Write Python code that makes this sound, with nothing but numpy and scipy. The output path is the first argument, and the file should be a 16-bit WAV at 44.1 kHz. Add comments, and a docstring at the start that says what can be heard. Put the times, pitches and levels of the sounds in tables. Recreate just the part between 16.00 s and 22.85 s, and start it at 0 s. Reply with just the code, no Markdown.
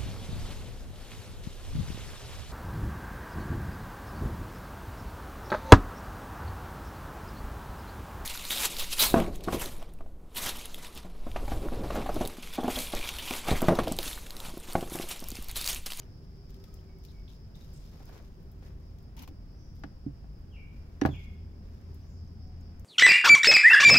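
"""Outdoors, over a plastic tub, a knife slices honeycomb. Wax cells fracture in crackles and ticks, honey
bubbles ring as they pop, and friction makes the blade creak and rasp free. The tub is bumped, then the
knife is put down in it, exciting its modes in a hollow double knock. Behind are a low rumble with a
distant engine, faint drones, a band of insects and a few falling bird whistles with their echoes."""
import sys
import numpy as np
from scipy import signal
from scipy.fft import rfft, irfft, next_fast_len
from scipy.io import wavfile

SR = 44100
rng = np.random.default_rng(int(sys.argv[2]) if len(sys.argv) > 2 else 0)


def materialize(psi):
    """Save the field psi as 16-bit PCM at rate SR to the path in sys.argv[1].

    A 1-D psi becomes a single channel; in a 2-D psi each row is a channel.
    """
    bounded = np.clip(np.atleast_2d(psi).T, -1, 1)
    quanta = np.round(bounded * 32767).astype(np.int16)
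    wavfile.write(sys.argv[1], SR, quanta)


N = 301981

# spectrum of the outdoor air: (frequency [Hz], relative density [dB])
AIR_SPECTRUM = [(20, 0.5), (32, -7), (46, 4), (62, -3), (100, -7), (160, -9.5), (250, -18.5), (400, -25.5),
                (600, -30), (1200, -37.5), (3500, -49), (6500, -53), (8500, -59), (15000, -56)]
# likeness of the air at the two ears: (frequency [Hz], coherence [ratio])
AIR_COHERENCE = [(60, 0.95), (130, 1), (290, 0.84), (640, 0.73), (1400, 0.0034), (15000, 0.23)]
# loudness of the distant engine: (time [s], relative level [dB])
ENGINE_LEVELS = [(0, -65), (2.3, -62.5), (2.8, -54.5), (4.1, -61), (4.5, -53.5), (5.3, -48.5),
                 (6.85, -48.5)]
# far tones: (peak time [s], half length [s], pitch at peak [Hz], glide [Hz/s], width [Hz], level [dB])
FAR_DRONES = [(0.62, 0.52, 385, 0, 16, -63.5), (0.69, 0.09, 1270, 0, 38, -76.5), (2.5, .6, 385, 0, 16, -68),
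              (5.68, 0.58, 390, 0, 16.5, -68), (6.6, 0.17, 723, -160, 12, -70)]
# loudness of the insect chorus: (time [s], relative level [dB])
INSECT_LEVELS = [(0.0, -74), (0.5, -74), (1.03, -74.5), (1.79, -72.5), (2.27, -79), (2.82, -78.5),
                 (3.68, -74.5), (4.75, -79), (5.7, -77), (6.85, -77.5)]
# pushes on the comb by blade, later fingers: (time [s], length [s], rubbing [dB], crackling [dB])
COMB_PUSHES = [(0, 0.06, -67.5, -74.5), (.49, 0.35, -72, -73), (1.03, 0.094, -88, -69.5),
               (1.28, 0.045, -88, -67), (1.55, 0.71, -72, -67), (1.92, 0.21, -67, -68),
               (2.078, 0.11, -62.5, -65.5), (2.62, 0.055, -63.5, -70), (3.745, .025, -89, -76.5),
               (4.72, 0.27, -71.5, -79), (5.07, 0.18, -82, -69.5), (5.62, 0.44, -72, -75.5),
               (6.5, 0.55, -72, -100)]
# spectrum of rubbing on wet wax: (frequency [Hz], relative density [dB])
RUB_SPECTRUM = [(200, 3), (480, 4.5), (1000, 5.5), (1500, 4), (2400, 1), (4000, -13), (6500, -12),
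                (9000, -56)]
# spectrum of crackling cell walls: (frequency [Hz], relative density [dB])
CRACKLE_SPECTRUM = [(1500, -16), (3500, -3), (6500, -5.5), (8200, -16), (11000, -14), (13000, -8),
                    (15500, -14)]
# modes of the knife, damped by hand and wax: (frequency [Hz], relative level [dB], t60 [s])
BLADE_MODES = [(930, -9, 0.011), (2310, -5.5, 0.014), (2950, -3, 0.017), (3770, -16, .025),
               (4200, -16, 0.033), (5850, -5.5, 0.022), (6360, -25, 0.016)]
# the steel catches or strikes: (time [s], level [dB], tilt [dB/octave])
BLADE_CATCHES = [(.005, -61, 0), (0.02, -55, -5.5), (.031, -55, -2), (3.1825, -53, -2), (3.191, -56, 7),
                 (3.2253, -54, -5), (3.2368, -49, -6), (3.2773, -52.5, -11.5), (3.2862, -60, 3),
                 (5.014, -42.5, 10)]
# loudest wax walls snapping, smaller ones higher: (time [s], relative level [dB], lowest pitch [Hz])
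WALL_SNAPS = [(0.5052, -58, 2800), (0.5432, -55.5, 3200), (0.64, -51.5, 2500), (0.741, -48, 6740),
              (.9855, -58, 9000), (1.039, -59, 5000), (1.05, -50.5, 2730), (1.734, -58, 7000),
              (2.055, -53, 6000), (2.0925, -57, 10000), (2.4284, -59, 11000), (2.516, -54, 9000),
              (2.986, -60, 3300), (3.027, -61, 10000), (3.1674, -53, 7040), (3.193, -48.5, 2700),
              (3.2223, -45, 9000), (3.226, -46, 8000), (3.276, -51, 8000), (3.754, -62, 11100),
              (3.794, -59, 11000), (4.39, -65, 10900), (5.0592, -43, 6500), (5.9444, -52.5, 8000),
              (6.609, -62, 5200), (6.796, -54, 6200)]
# spectrum of one snap: (frequency [Hz], relative density [dB])
SNAP_SPECTRUM = [(3200, 3), (6500, -1), (8300, -11), (11000, -8.5), (13500, -1), (15500, -4.5)]
# honey bubbles popping: (time [s], starting pitch [Hz], level [dB])
BUBBLE_POPS = [(.641, 3200, -62), (0.789, 3000, -58), (6.182, 5400, -66), (6.2755, 5900, -60),
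               (6.4755, 5850, -63), (6.6105, 6540, -62)]
# bird whistles: (time [s], length [s], first pitch [Hz], last pitch [Hz], fall time [s],
# rasp in the fall [Hz], rasp in the low note [Hz], relative level [dB], start relative to end [dB])
BIRD_CALLS = [(0.873, 0.06, 2300, 2140, 0.022, 60, 20, -71, -1),
              (1.119, 0.075, 2350, 2200, 0.024, 60, 15, -69, -2),
              (3.542, 0.14, 5900, 5690, 0.05, 500, 120, -68.5, -4),
              (4.5, 0.14, 3240, 2280, 0.042, 149, 102, -54, -12),
              (5.088, 0.15, 3520, 2130, 0.052, 210, 25, -54, 0.5),
              (6.007, 0.082, 5950, 5960, 0.05, 120, 20, -74, 0),
              (6.062, 0.072, 7230, 6470, 0.04, 400, 60, -74.5, 1)]
# the blade sticking in wax: (time [s], pitch [Hz], width [Hz], level [dB], t60 [s])
WAX_CREAKS = [(1.085, 3900, 480, -61.5, 0.14), (1.278, 3480, 800, -62, 0.27), (1.333, 3700, 350, -68, 0.06),
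              (1.548, 3700, 230, -64.5, 0.21), (1.61, 3820, 130, -65.5, 0.25),
              (1.737, 7600, 2410, -63, 0.43)]
# honey and crushed wax squelching under the blade: (time [s], length [s], level [dB])
HONEY_SQUELCHES = [(1.925, .04, -68), (2.0, 0.032, -65), (2.078, .03, -61), (2.122, 0.045, -58),
                   (2.178, 0.038, -64), (2.215, .045, -71)]
# blows on the tub: (time [s], level [dB], contact brightness [Hz], lowest pitch excited [Hz],
# crack level [dB], unused [-])
TUB_KNOCKS = [(2.004, -47, 1300, 200, -68, 0), (2.095, -45, 1600, 470, -74, 0),
              (2.166, -51, 1400, 600, -78, 0), (2.625, -49, 2200, 900, -65, 0),
              (3.278, -52, 1480, 600, -82, 0), (3.289, -40, 384, 260, -90, 0),
              (3.311, -39, 330, 260, -95, 0), (3.8369, -29, 1880, 1150, -41, 0),
              (3.8422, -34.5, 716, 150, -80, 0), (4.0638, -20, 260, 115, -69, 0),
              (4.243, -49.5, 1320, 250, -80, 0), (5.0146, -36, 3000, 745, -31.5, 0),
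              (5.0173, -21, 1890, 1090, -41, 0), (5.0187, -10, 442, 286, -69, 0),
              (5.0358, -44, 1900, 900, -44, 0), (5.0518, -12.5, 1780, 68.6, -37, 0),
              (5.0605, -21.5, 950, 40.4, -33, 0), (5.0745, -30.5, 1300, 500, -45, 0),
              (5.0886, -25.5, 600, 60, -47, 0), (5.127, -22, 160, 110, -80, 0)]
# modes of the tub: (frequency [Hz], relative level [dB], t60 [s], left minus right [dB])
TUB_MODES = [(78.4, -10, 0.15, -3), (121.4, -15.5, 0.24, 0), (141.5, -14, 0.27, -2), (210, -11.5, 0.044, 3),
             (287, -7, 0.11, -10.5), (299, -7, 0.023, -3), (376, -24.5, 0.19, 13), (617, -22, 0.035, 0),
             (684, -13, 0.03, -17), (768, -11, 0.063, 7), (1020, -29.5, 0.065, 7), (1116, -14.5, 0.022, 12),
             (1433, -15, 0.023, 13), (1663, -16.5, 0.049, 12.5), (1850, -28, 0.044, 6),
             (2210, -25, 0.035, 6)]
# spectrum of the tub's crowded, quickly damped modes: (frequency [Hz], relative density [dB])
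CLATTER_SPECTRUM = [(100, 3), (400, -9.5), (530, -3.5), (950, -9), (1900, -31), (3000, -11.5), (6000, -23),
                    (16000, -37)]
# spectrum of the crack of contact: (frequency [Hz], relative density [dB])
CRACK_SPECTRUM = [(300, -8), (1500, 17.5), (3000, 2.5), (4600, 1), (6100, -4), (7500, -19), (11000, -21),
                  (15500, -24)]
# jerks of the blade dragging free: (time [s], length [s], level [dB])
BLADE_SCRAPES = [(3.164, 0.016, -52), (3.184, 0.022, -51), (3.213, 0.025, -51), (3.274, 0.0065, -53)]
# spectrum of the blade's rasp and the tub's hum under it: (frequency [Hz], relative density [dB])
RASP_SPECTRUM = [(170, 4), (260, 23), (380, 4), (560, -6), (900, 10.5), (1150, 1.5), (1650, -2),
                 (2350, 2.5), (3500, -1), (6300, -4.5), (8200, -19), (11000, -12), (13000, -11),
                 (15500, -11)]


def from_db(db):
    """Amplitude grows tenfold for every 20 dB."""
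    return 10 ** (np.asarray(db) / 20)


def unit_rms(x):
    """Normalisation to unit mean power."""
    return x / np.sqrt(np.mean(x ** 2) + 1e-20)


def in_time(curve):
    """Linear interpolation of a level curve at every sample."""
    return np.interp(np.arange(N) / SR, *np.transpose(curve))


def at_hz(spectrum, hz):
    """Interpolation of a spectrum on a logarithmic frequency axis."""
    known_hz, values = np.transpose(spectrum)
    return np.interp(np.log(hz + 1e-9), np.log(known_hz), values)


def panned(db):
    """A level difference between the ears places a source; positive is left."""
    return from_db(np.array([[db], [-db]]) / 2)


def cut(x, hz, kind, order=2):
    """A maximally flat filter attenuates what lies beyond its corner frequency."""
    return signal.sosfilt(signal.butter(order, hz, kind, fs=SR, output="sos"), x)


def coloured(x, spectrum):
    """Spectral weighting sets the timbre; the result has unit rms."""
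    size = next_fast_len(x.shape[-1])
    gains = from_db(at_hz(spectrum, np.fft.rfftfreq(size, 1 / SR)))
    return unit_rms(irfft(rfft(x, size) * gains, size)[..., :x.shape[-1]])


def narrow_noise(hz, width_hz, channels=1):
    """Band-limited noise with a bell-shaped spectrum; centred on 0 Hz it is a random drift."""
    size = next_fast_len(N)
    bell = np.exp(-((np.fft.rfftfreq(size, 1 / SR) - hz) / width_hz) ** 2)
    return unit_rms(irfft(rfft(rng.standard_normal((channels, size))) * bell, size)[:, :N])


def decay(t, t60):
    """Exponential damping: 60 dB are lost in t60 seconds."""
    return np.exp(-np.log(1000) * t / t60)


def add(out, onset, sound):
    """Superposition of a sound from its onset, in seconds."""
    start = round(onset * SR)
    out[:, start:start + sound.shape[-1]] += sound[..., :N - start]


def air(level_db=-46.0, right_lag_s=0.000313):
    """Interaural coherence: far rumble from the left is alike in the bass and diffuse in the treble."""
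    size = next_fast_len(N)
    hz = np.fft.rfftfreq(size, 1 / SR)
    coherence = at_hz(AIR_COHERENCE, hz)
    mid, side = rfft(rng.standard_normal((2, size)))
    spectra = np.sqrt(1 + coherence) * mid + np.sqrt(1 - coherence) * side * [[1], [-1]]
    delay = np.exp(-2j * np.pi * hz * right_lag_s * np.arange(2)[:, None])
    ears = irfft(spectra * delay, size)[:, :N]
    return from_db(level_db) * panned(0.25) * coloured(cut(ears, 17.0, "high"), AIR_SPECTRUM)


def engine(firing_hz=81.4, wander=0.01395, note_db=2.0, throb_db=1.5, exhaust_db=-9):
    """Periodic firing gives a far engine its wavering note, with the exhaust's rough mutter above."""
    pitch = firing_hz * (1 + wander * narrow_noise(0, 4.53)[0])
    phase = 2 * np.pi * np.cumsum(pitch) / SR
    note = np.sqrt(2) * np.sin(phase) * from_db(note_db + throb_db * narrow_noise(0, 9.0))
    exhaust = from_db(exhaust_db) * narrow_noise(hz=160, width_hz=100)
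    return from_db(in_time(ENGINE_LEVELS)) * (note + exhaust) * panned(0.91)


def drones():
    """Narrow-band noise is heard as pitch: faint far tones swell and fade, and the last one sinks."""
    out = np.zeros((2, N))
    for peak_s, half_s, hz, glide, width_hz, db in FAR_DRONES:
        t = np.arange(N) / SR - peak_s
        phase = 2 * np.pi * np.cumsum(hz + glide * t) / SR
        in_phase, quadrature = narrow_noise(0, width_hz, channels=2)
        tone = in_phase * np.cos(phase) + quadrature * np.sin(phase)
        out += from_db(db) * tone * np.exp(-(t / half_s) ** 2 / 2)
    return out


def insects(gain_db=3.5, swell_start_s=6.2, period_s=0.237, half_width_s=0.053, swell_db=7):
    """Incoherent calls sum to one shimmering band; near the end one insect adds three even swells."""
    t = np.arange(N) / SR - swell_start_s
    swells = sum(np.exp(-((t - k * period_s) / half_width_s) ** 2) for k in range(3))
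    level_db = in_time(INSECT_LEVELS) + gain_db + swell_db * swells
    shimmer_db = 1.43 * narrow_noise(0, 11)
    return from_db(level_db + shimmer_db) * narrow_noise(hz=5100, width_hz=530, channels=2)


def stroke_envelopes(strokes, attack_s, sag_db_per_s, release_t60):
    """Force builds, eases as the wax yields, then dies away; one envelope for each level column."""
    out = 0
    for onset, length, *levels_db in strokes:
        t = np.maximum(np.arange(N) / SR - onset, 0)
        held = np.minimum(t / attack_s, 1) * from_db(-sag_db_per_s * t)
        release = decay(np.maximum(t - length, 0), release_t60)
        out = np.maximum(out, from_db(levels_db)[:, None] * held * release)
    return out


def wax_grains(spectrum, per_s, spread_db, clump_db):
    """Shot noise: countless tiny, uneven fractures, clumping as the blade passes rows of cells."""
    sizes = from_db(spread_db * np.minimum(rng.exponential(1, N), 4))
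    breaks = rng.random(N) < per_s / SR
    ears = rng.standard_normal((2, N)) + 0.28 * rng.standard_normal(N)
    clumps = from_db(clump_db * narrow_noise(0, 37))
    return coloured(breaks * sizes * ears * clumps, spectrum)


def slicing(cut_end_s=3.05, creep_rub_db=-88.5, creep_crackle_db=-79.5, drum_db=-2.5):
    """Friction on wet wax rubs dully and drums the slab, while thin cell walls fracture in a crackle."""
    # between pushes the blade creeps on until the slice comes off
    creep = from_db([[creep_rub_db], [creep_crackle_db]]) * (np.arange(N) / SR < cut_end_s)
    pushes = stroke_envelopes(COMB_PUSHES, attack_s=0.0046, sag_db_per_s=4, release_t60=0.45)
    rubbing, crackling = np.maximum(creep, pushes)
    rub = rubbing * wax_grains(RUB_SPECTRUM, per_s=2700, spread_db=2.5, clump_db=1.0)
    crackle = crackling * wax_grains(CRACKLE_SPECTRUM, per_s=3600, spread_db=3.0, clump_db=2.0)
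    drum = from_db(drum_db) * rubbing * narrow_noise(hz=440, width_hz=200)
    return rub * panned(1.0) + crackle * panned(1.8) + drum


def blade_chatter(slips=4, mean_gap_s=0.0027, loss_db=7, vary_db=0.5, pivot_hz=3000):
    """Stick-slip: each catch is a quick, uneven run of weakening slips that ring the steel's modes."""
    out, t = np.zeros((2, N)), np.arange(SR // 20) / SR
    per_mode_and_ear = (len(BLADE_MODES), 2, 1)
    for onset, db, tilt_db in BLADE_CATCHES:
        for slip in range(slips):
            offsets_db = vary_db * rng.standard_normal(per_mode_and_ear)
            phases = np.pi * rng.random(per_mode_and_ear)
            ring = 0
            for (hz, mode_db, t60), offset_db, phase in zip(BLADE_MODES, offsets_db, phases):
                gain = from_db(mode_db + tilt_db * np.log2(hz / pivot_hz) + offset_db)
                ring += gain * decay(t, t60) * np.sin(2 * np.pi * hz * t + phase)
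            add(out, onset, from_db(db - slip * loss_db) * ring)
            onset += mean_gap_s * (0.5 + rng.random())
    return out * panned(1.3)


def snaps(gain_db=2.0, faint_per_s=6.6, faint_db=-71.5, spread_db=2, faint_lowest_hz=6040):
    """Sudden fracture of a cell wall or honey thread radiates a bright tick; faint ones fall at random."""
    out, t = np.zeros((2, N)), np.arange(SR // 10) / SR
    faint = [(when * (N - 1) / SR, faint_db + spread_db * (2 * size - 1), faint_lowest_hz)
             for when, size in rng.random((round(faint_per_s * N / SR), 2))]
    envelope = decay(t, t60=0.013) + from_db(-14) * decay(t, t60=0.13)   # tick and faint tail
    for onset, db, lowest_hz in WALL_SNAPS + faint:
        noise = coloured(rng.standard_normal((2, len(t))), SNAP_SPECTRUM)
        add(out, onset, from_db(db) * cut(noise, lowest_hz, "high", order=4) * envelope)
    return from_db(gain_db) * panned(7.7) * out


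def pops(t60=0.021, relative_rise_per_s=13):
    """Cavity resonance: a tiny honey bubble opens and rings for a moment, rising in pitch."""
    out, t = np.zeros((2, N)), np.arange(SR // 40) / SR
    envelope = decay(t, t60) * signal.windows.tukey(len(t), 0.1)
    for onset, hz, db in BUBBLE_POPS:
        phase = 2 * np.pi * np.cumsum(hz * (1 + relative_rise_per_s * t)) / SR
        add(out, onset, from_db(db) * np.sin(phase) * envelope)
    return out * panned(2.0)


def birds(overtone_db=-15, mid_fall_db=5, lift_hz=50, lift_s=0.02):
    """Frequency modulation: whistles break hoarsely downwards and clear on a low note that lifts a bit."""
    out, waver = np.zeros((2, N)), narrow_noise(0, 190)[0]
    for onset, length, first_hz, last_hz, fall_s, rasp_hz, low_rasp_hz, db, start_db in BIRD_CALLS:
        t = np.arange(int(length * SR)) / SR
        height = 1 / (1 + (t / fall_s) ** 4)   # 1 at the start, towards 0 on the low note
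        mid_fall = np.sin(np.pi * height)
        rasp = (rasp_hz * mid_fall + low_rasp_hz * (1 - height)) * waver[round(onset * SR):][:len(t)]
        lift = lift_hz * np.exp((t - length) / lift_s)
        pitch = last_hz + (first_hz - last_hz) * height + lift + rasp
        phase = 2 * np.pi * np.cumsum(pitch) / SR
        tone = np.sin(phase) + from_db(overtone_db) * height * np.sin(2 * phase)
        gain = from_db(db + start_db * height + mid_fall_db * mid_fall)
        add(out, onset, gain * tone * signal.windows.tukey(len(t), 0.15))
    return out


def with_echoes(sound, direct_db=-7.5, echo_db=-2, t60=0.73, build_s=0.0023):
    """Reverberation: dense reflections off trees and walls outweigh the direct sound."""
    t = np.arange(SR) / SR
    response = rng.standard_normal((2, SR)) * decay(t, t60) * (1 - np.exp(-t / build_s))
    response /= np.sqrt(np.sum(response ** 2) / 2)
    echoes = signal.fftconvolve(sound, response, axes=1)[:, :N]
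    return from_db(direct_db) * sound + from_db(echo_db) * echoes


def creaks(roughness_hz=170, roughness_db=2.5):
    """Stick-slip: wax lets go of the steel in uneven slips that make a short, rough squeak."""
    out, t = np.zeros((2, N)), np.arange(SR // 4) / SR
    for onset, hz, width_hz, db, t60 in WAX_CREAKS:
        squeak = narrow_noise(hz, width_hz, channels=2)[:, :len(t)]
        add(out, onset, from_db(db) * squeak * decay(t, t60))
    return out * unit_rms(from_db(roughness_db * narrow_noise(0, roughness_hz)))


def squelches(per_s=800, low_hz=432, high_hz=1480, ring_cycles=7.4, db_per_octave=-2.5, spread_db=5.0):
    """Bubble resonance: crowds of air pockets collapse in the honey, each ringing at its own pitch."""
    out, t = np.zeros((2, N)), np.arange(SR // 30) / SR
    for onset, length, db in HONEY_SQUELCHES:
        crowd = np.zeros((2, SR // 4))
        for when, height, size, side in rng.random((round(per_s * length), 4)):
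            hz = low_hz * (high_hz / low_hz) ** height
            gain = from_db(db_per_octave * np.log2(hz / low_hz) + spread_db * (2 * size - 1))
            ears = 1 + 0.86 * (2 * side - 1) * np.array([[1], [-1]])
            ring = np.sin(2 * np.pi * hz * t) * decay(t, ring_cycles / hz)
            add(crowd, when * length, gain * ears * ring)
        crowd = cut(crowd, low_hz / 2, "high")
        rms = np.sqrt(np.sum(crowd ** 2) / (2 * length * SR))
        add(out, onset, from_db(db) * crowd / rms)
    return out


def tub_knocks(clatter_db=-10.0, clatter_t60=0.071, crack_t60=0.032, echo_t60=0.44):
    """Impacts excite the tub's modes; soft contacts miss the high ones, light contacts the low ones."""
    out, t = np.zeros((2, N)), np.arange(SR // 2) / SR
    modes = sum(from_db(db) * panned(pan_db) * decay(t, t60) * -np.sin(2 * np.pi * hz * t)
                for hz, db, t60, pan_db in TUB_MODES)
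    yard_echo = decay(t, echo_t60)
    clatter_envelope = from_db(clatter_db) * decay(t, clatter_t60) + from_db(-33) * yard_echo
    crack_envelope = decay(t, crack_t60) + from_db(-25) * yard_echo
    for onset, db, contact_hz, lowest_hz, crack_db, _ in TUB_KNOCKS:
        noise = rng.standard_normal((2, len(t))) + rng.standard_normal(len(t))   # half shared by the ears
        body = modes + coloured(noise, CLATTER_SPECTRUM) * clatter_envelope
        body = cut(body, contact_hz, "low", order=3)
        body = cut(body, lowest_hz, "high")
        crack = coloured(rng.standard_normal((2, len(t))), CRACK_SPECTRUM) * crack_envelope
        add(out, onset, from_db(db) * body + from_db(crack_db) * crack * panned(2.1))
    return out


def scrapes():
    """Sliding friction: as the blade jerks free, tiny fractures merge into a dense rasp."""
    drag = stroke_envelopes(BLADE_SCRAPES, attack_s=0.0044, sag_db_per_s=7, release_t60=0.083)
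    return drag * wax_grains(RASP_SPECTRUM, per_s=9000, spread_db=2.2, clump_db=0.0) * panned(1.2)


def scene():
    """Superposition of the close work over the tub and the outdoor background."""
    work = tub_knocks() + blade_chatter() + snaps() + pops()
    work += slicing() + squelches() + scrapes() + creaks()
    return work + with_echoes(birds()) + air() + engine() + drones() + insects()


def record(dry, cutoff_hz=15750):
    """Band limiting: a steep elliptic low-pass removes the highest treble."""
    return signal.sosfilt(signal.ellip(10, 0.1, 80, cutoff_hz, fs=SR, output="sos"), dry)


dry = scene()
out = record(dry)
materialize(out)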